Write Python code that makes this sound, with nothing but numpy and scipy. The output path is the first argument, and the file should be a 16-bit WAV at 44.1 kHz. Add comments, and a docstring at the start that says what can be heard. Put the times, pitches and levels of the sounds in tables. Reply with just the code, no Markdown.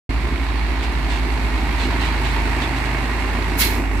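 """A diesel mixer truck idles, its exhaust booming at the firing rate, as someone walks along the cab
towards the engine bay. The block rumbles and clatters with each firing, and its metal rings.
A second, weaker drone beats against the boom, then rises; a faint hum comes and goes.
Shoes scuff the grit of the dirt road, and near the end the air system blows off one short hiss."""
import sys
import numpy as np
from scipy import signal
from scipy.fft import rfft, irfft
from scipy.io import wavfile

SR = 44100
rng = np.random.default_rng(int(sys.argv[2]) if len(sys.argv) > 2 else 0)


def wav_record(signal):
    """Record a signal, one row per channel, as 16-bit PCM in the file named by sys.argv[1]."""
    frames = np.transpose(np.atleast_2d(signal))
    bounded = np.clip(frames, -1, 1)
    # unit amplitude maps onto the largest positive 16-bit level
    quanta = np.round(bounded * 32767).astype(np.int16)
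    wavfile.write(sys.argv[1], SR, quanta)


N = 176400
T = np.arange(N) / SR

# idle: t/s, firing rate/Hz, boom level/dB
IDLE_TRACK = [(0.1, 54.7, -19.5), (0.35, 55.7, -23), (0.65, 55.4, -19.5), (0.85, 56, -22.9),
              (1.05, 53.2, -20.5), (1.35, 56, -21), (1.6, 53.1, -21), (1.9, 56.1, -21), (2.2, 54.3, -21),
              (2.45, 53.7, -20), (2.68, 56.4, -25), (2.9, 53.3, -23), (3.1, 55.5, -23), (3.5, 53.4, -22),
              (3.8, 53.3, -22.0), (4.0, 50.4, -19.5)]
# exhaust overtones: order, level/dB re fundamental
EXHAUST_OVERTONES = [(2, -21.5), (3, -25), (5, -33), (6, -34)]
def exhaust():
    """One pressure pulse per firing makes a deep boom."""
    return tone(IDLE_TRACK, EXHAUST_OVERTONES, flutter=0.62, flutter_hz=9.5)


# engine along the walk: t/s, rumble/dB, clatter/dB, jangle/dB, ticking/dB
WALK_LEVELS = [(.1, -33, -32.2, -44, -51), (.7, -31.5, -31, -42, -51), (1.4, -30, -30, -42, -48.5),
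               (2.1, -29, -27.5, -39.5, -47), (2.5, -30, -27.5, -41, -46), (3.0, -29, -28, -42, -47.5),
               (3.5, -29, -29, -41.5, -47), (3.75, -26.5, -28.5, -42, -44), (3.88, -29, -32, -49.5, -51),
               (4, -29.5, -29, -44.5, -47)]
# layer spectra: f/Hz, relative level/dB
RUMBLE_SPECTRUM = [(15, -25), (35, -5), (60, -11), (90, -2.5), (135, -3.5), (185, -5), (255, 2),
                   (320, -1.4), (395, -3), (470, -9), (550, -16.5), (800, -35), (2000, -70)]
CLATTER_SPECTRUM = [(300, -42), (530, -8), (660, -1.5), (790, -.5), (900, 0.5), (1150, -0.5), (1380, -4),
                    (1800, -2), (2200, -3.5), (2500, -4), (2820, -7), (3050, -22.5), (3600, -50),
                    (7000, -66)]
JANGLE_SPECTRUM = [(2300, -38), (2950, -2), (3250, 2), (3700, 2), (3950, 0), (4400, -.5), (4650, -2.5),
                   (5200, -8.5), (7000, -20), (12000, -60)]
TICKING_SPECTRUM = [(2500, -41), (5000, 2), (6800, -1), (7750, 2), (8800, -4), (11000, -2.5), (12300, -6.5),
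                    (15500, -15)]
# stereo likeness: f/Hz, L-R correlation (capped at 1)
ENGINE_LIKENESS = [(60, 0.5), (280, 1.5), (500, 0.4), (750, 1), (900, 0.63), (1080, 0.52), (1300, .25),
                   (2100, 0.37), (4000, 0.02), (12000, -0.05)]
# balance: f/Hz, L-R level/dB
ENGINE_BALANCE = [(60, -2), (130, 0.5), (380, -3), (600, 1.5), (760, 0.5), (1000, -2), (1400, -3),
                  (2150, -10.5), (2600, -5), (4300, -8), (5200, -1.5), (7700, -3.5), (9000, 1)]
# left lead: f/Hz, phase/rad
ENGINE_LEAD = [(520, 0), (900, -0.54), (1700, -0.43), (2150, 0.073)]
def engine_block():
    """Firings shake the block: unevenly chugging rumble, clatter, higher jangle, fine ticking."""
    chug = amp(1.15 * wander(rate_hz=10))
    knocks = firing_noise(decay_s=0.003, steady=0.97, stray=0.11)
    clatter = metalwork(ring(knocks, t60_s=0.079, share=0.53))
    thuds = firing_noise(decay_s=0.0042, steady=0.86, stray=0.089)
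    rumble = chug * ring(thuds, t60_s=0.038, share=0.45)
    ticks = firing_noise(decay_s=0.0024, steady=1.6, stray=0.35)
    ticking = ring(ticks, t60_s=0.08, share=0.7)
    layers = [(rumble, RUMBLE_SPECTRUM), (clatter, CLATTER_SPECTRUM),
              (clatter, JANGLE_SPECTRUM), (ticking, TICKING_SPECTRUM)]
    stereo = per_bin(ENGINE_LIKENESS), per_bin(ENGINE_BALANCE), per_bin(ENGINE_LEAD)
    return sum(amp(curve(WALK_LEVELS, column)) * place(drive, spectrum, *stereo)
               for column, (drive, spectrum) in enumerate(layers, start=1))


# six-cylinder cycle: position/firings, relative level/dB
CYLINDER_KNOCKS = [(.8, -4), (1.7, -0.5), (2.8, -0.5), (3.8, -1), (4.8, -3), (5.8, -2.5)]
def firing_noise(decay_s, steady, stray, jitter_s=0.0012, scatter_db=1.3, strays_per_s=160):
    """Steady noise that flares at each cylinder's knock and at stray valve knocks."""
    firings = np.cumsum(curve(IDLE_TRACK)) / SR
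    cylinders = len(CYLINDER_KNOCKS)
    cycles = np.arange(0, firings[-1] - cylinders / 2, cylinders)
    hits = np.zeros(N)
    for position, db in CYLINDER_KNOCKS:
        jitter, size = rng.standard_normal((len(cycles), 2)).T
        times = np.interp(cycles + position, firings, T) + jitter_s * jitter
        hits[(times * SR).astype(int) % N] += amp(db + scatter_db * size)
    hits += stray * rng.exponential(1, N) * (rng.random(N) < strays_per_s / SR)
    flare = signal.lfilter([1], [1, -np.exp(-1 / (decay_s * SR))], hits)
    return (steady + flare) * rng.standard_normal((2, N))


# upper metal modes: f/Hz, width/Hz, boost/dB
METAL_MODES = [(1900, 33, 3), (2197, 56, 3.5), (2734, 60, 3), (3210, 60, 3), (3770, 58, 1), (4150, 65, 4.5),
               (4430, 80, 4)]
# main ring of the knocks: t/s, f/Hz
MAIN_RING = [(.1, 1060), (1.2, 990), (2.2, 911.7), (2.85, 885), (3.2, 1008), (3.9, 890)]
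def metalwork(pair, drift=0.0062, main_width_hz=106, main_boost_db=2.5):
    """The engine's metal resonates; its modes shift as the listener walks past."""
    modes = [(hz * (1 + drift * wander(rate_hz=2)), width, db) for hz, width, db in METAL_MODES]
    modes.append((curve(MAIN_RING), main_width_hz, main_boost_db))
    out = pair
    for hz, width, db in modes:
        carrier = np.exp(2j * np.pi * np.cumsum(hz) / SR)
        pole = np.exp(-np.pi * width / SR)
        # moving band-pass: shift down, low-pass, shift back
        baseband = signal.lfilter([1 - pole], [1, -pole], pair * carrier.conj())
        out = out + (amp(db) - 1) * 2 * (carrier * baseband).real
    return out


# drone: t/s, f/Hz, level/dB
DRONE_TRACK = [(0.1, 66.57, -28.5), (0.35, 67.36, -26), (0.55, 70.07, -33.5), (0.9, 66.45, -28.5),
               (1.25, 64.9, -31.5), (1.55, 63.67, -27.5), (1.85, 76.8, -32.5), (2.25, 80.9, -32),
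               (2.7, 79.8, -32.8), (3.1, 85.1, -36), (3.4, 86.85, -32.5), (4.0, 85.5, -34.1)]
# drone overtones: order, level/dB re fundamental
DRONE_OVERTONES = [(2, -15.5), (3, -19), (4, -13), (5, -16.5)]
def second_drone():
    """A weaker drone, perhaps another engine, beats against the boom, then rises."""
    return tone(DRONE_TRACK, DRONE_OVERTONES, flutter=0.54, flutter_hz=9)


# air spectra: f/Hz, relative level/dB
JET_SPECTRUM = [(2500, -21), (5000, -4.5), (8150, -2.8), (8650, -12), (9200, -2), (10800, 1.6), (12500, 1),
                (15500, -0.5)]
VALVE_SPECTRUM = [(600, -18), (1400, -8), (1800, -3.5), (2150, -3), (2700, -4), (3300, -5), (4200, -2),
                  (5000, -8), (7000, -16), (10000, -37)]
# valve body modes: f/Hz, width/Hz, boost/dB
VALVE_BODY_MODES = [(2200, 69, 9.5), (3400, 70, 3.5), (4170, 60, 7)]
def blow_off():
    """The air jet opens first, then the valve body roars."""
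    jet = place(rng.standard_normal((2, N)), JET_SPECTRUM, likeness=0.046, balance_db=-2.5)
    jet *= air_envelope(start_s=3.565, rise_s=0.036, hold_s=0.01, fall_db_per_s=158, level_db=-19.5)
    body = resonate(rng.standard_normal((2, N)), VALVE_BODY_MODES)
    valve = place(body, VALVE_SPECTRUM, likeness=0.046, balance_db=-5)
    valve *= air_envelope(start_s=3.576, rise_s=0.03, hold_s=0.024, fall_db_per_s=200, level_db=-20.4)
    return jet + valve


def air_envelope(start_s, rise_s, hold_s, fall_db_per_s, level_db, flutter=0.094):
    """Escaping air swells, holds and dies as the pressure drops."""
    swell = np.clip((T - start_s) / rise_s, 0, 1) ** 2
    fall_db = fall_db_per_s * np.maximum(T - start_s - rise_s - hold_s, 0)
    return swell * amp(level_db - fall_db) * (1 + flutter * wander(rate_hz=120))


# scuffs: t/s, length/s, level/dB
SHOE_SCUFFS = [(.435, .04, -43), (0.822, 0.062, -31.5), (1.087, .13, -30.5), (1.783, .11, -28.5),
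               (1.895, 0.048, -37), (1.999, 0.12, -29.5), (2.235, 0.11, -33), (2.609, 0.072, -30),
               (2.755, 0.061, -33.5), (2.846, .05, -34)]
# grit: f/Hz, relative level/dB
GRIT_SPECTRUM = [(500, -33), (1500, 0.5), (2800, 3), (4200, -1), (5500, -11), (7000, -13), (7750, -8.5),
                 (8800, -20), (11000, -21), (15500, -34)]
def steps(grains_per_s=2500, spread_db=4, stone_width_hz=31, stone_boost_db=9):
    """Grit cracks under a sole that presses fast and lifts slowly; each scuff rings three new stones."""
    grains = rng.standard_normal((2, N)) * amp(spread_db * np.minimum(rng.exponential(1, N), 3))
    grains *= rng.random(N) < grains_per_s / SR
    rub = 0.32 * rng.standard_normal((2, N))
    crunch = ring(grains + rub, t60_s=0.036, share=0.76)
    crunch = place(crunch, GRIT_SPECTRUM, likeness=0.21, balance_db=-4)
    out = np.zeros((2, N))
    for start_s, length_s, db in SHOE_SCUFFS:
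        span = (T >= start_s) & (T < start_s + length_s)
        stones = [(hz, stone_width_hz, stone_boost_db) for hz in rng.uniform(2494, 4815, 3)]
        press = np.sin(np.pi * ((T[span] - start_s) / length_s) ** 0.56)
        out[:, span] += amp(db) * press * unit(resonate(crunch[:, span], stones))
    return out


# hum: t/s, f/Hz, level/dB
HUM_TRACK = [(1.5, 136, -50), (1.8, 135, -39), (2.3, 132.2, -36.5), (2.55, 130.5, -39), (2.8, 129, -35),
             (3.05, 127, -35), (3.3, 127.7, -53)]
def cab_hum():
    """A faint pure tone beside the cab swells, sags in pitch and fades."""
    return tone(HUM_TRACK, lead_rad=0)


def tone(track, overtones=(), flutter=0, flutter_hz=1, lead_rad=0.39, balance_db=-2):
    """Partials on a pitch track; the overtones flutter, the fundamental leads on the left."""
    sides = np.array([[0.5], [-0.5]])
    phase = 2 * np.pi * np.cumsum(curve(track)) / SR
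    out = np.cos(phase + sides * lead_rad)
    for order, db in overtones:
        gain = amp(db) * (1 + flutter * wander(flutter_hz))
        out += gain * np.cos(order * phase + 2 * np.pi * rng.random())
    return np.sqrt(2) * amp(curve(track, column=2) + sides * balance_db) * out


def ring(pair, t60_s, share, evenness=0.57):
    """A struck body rings briefly in a dense, fairly even cluster of modes."""
    tail = rng.standard_normal((2, 4096)) * amp(-60 * T[:4096] / t60_s)
    tail /= np.linalg.norm(tail, axis=1, keepdims=True)
    body = 1 + share * rfft(tail, N)
    return irfft(rfft(pair) * body / abs(body) ** evenness, N)


def resonate(pair, modes):
    """Boosts narrow, steady resonances."""
    hz = np.fft.rfftfreq(pair.shape[1], 1 / SR)
    body = 1 + sum((amp(db) - 1) / (1 + 2j * (hz - centre) / width) for centre, width, db in modes)
    return irfft(rfft(pair) * body, pair.shape[1])


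def place(pair, spectrum, likeness, balance_db, lead_rad=0):
    """Colours two unrelated signals and blends them to stereo; mid rms 1."""
    common, separate = rfft(pair)
    likeness = np.clip(likeness, -1, 1)
    pan = amp(balance_db / 2) * np.exp(0.5j * lead_rad)
    left = common * pan
    right = (likeness * common + np.sqrt(1 - likeness ** 2) * separate) / pan
    out = irfft(np.array([left, right]) * amp(per_bin(spectrum)), N)
    return out / np.sqrt(np.mean(out.mean(0) ** 2))


def wander(rate_hz):
    """Random drift up to about rate_hz; rms 1."""
    rolloff = 1 + (np.fft.rfftfreq(N, 1 / SR) / rate_hz) ** 4
    return unit(irfft(rfft(rng.standard_normal(N)) / rolloff, N))


def curve(table, column=1):
    """Table column over time."""
    rows = np.array(table)
    return np.interp(T, rows[:, 0], rows[:, column])


def per_bin(table):
    """Table over log frequency, at every FFT bin."""
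    hz, value = np.transpose(table)
    return np.interp(np.log(np.fft.rfftfreq(N, 1 / SR) + 1), np.log(hz), value)


def amp(db):
    """Decibels to gain."""
    return 10 ** (np.asarray(db) / 20)


def unit(x):
    """Scales to rms 1."""
    return x / np.sqrt(np.mean(x ** 2) + 1e-20)


def scene():
    """Truck, drone, blow-off, steps and hum together."""
    return exhaust() + engine_block() + second_drone() + blow_off() + steps() + cab_hum()


def record(dry, start_s=0.092, fade_s=0.001, cutoff_hz=15550):
    """The sound cuts in and is low-passed."""
    fade_in = np.clip((T - start_s) / fade_s, 0, 1)
    lowpass = signal.firwin(511, cutoff_hz, window=("kaiser", 9), fs=SR)
    return signal.oaconvolve(dry * fade_in, lowpass[None], "same")


dry = scene()
out = record(dry)
wav_record(out)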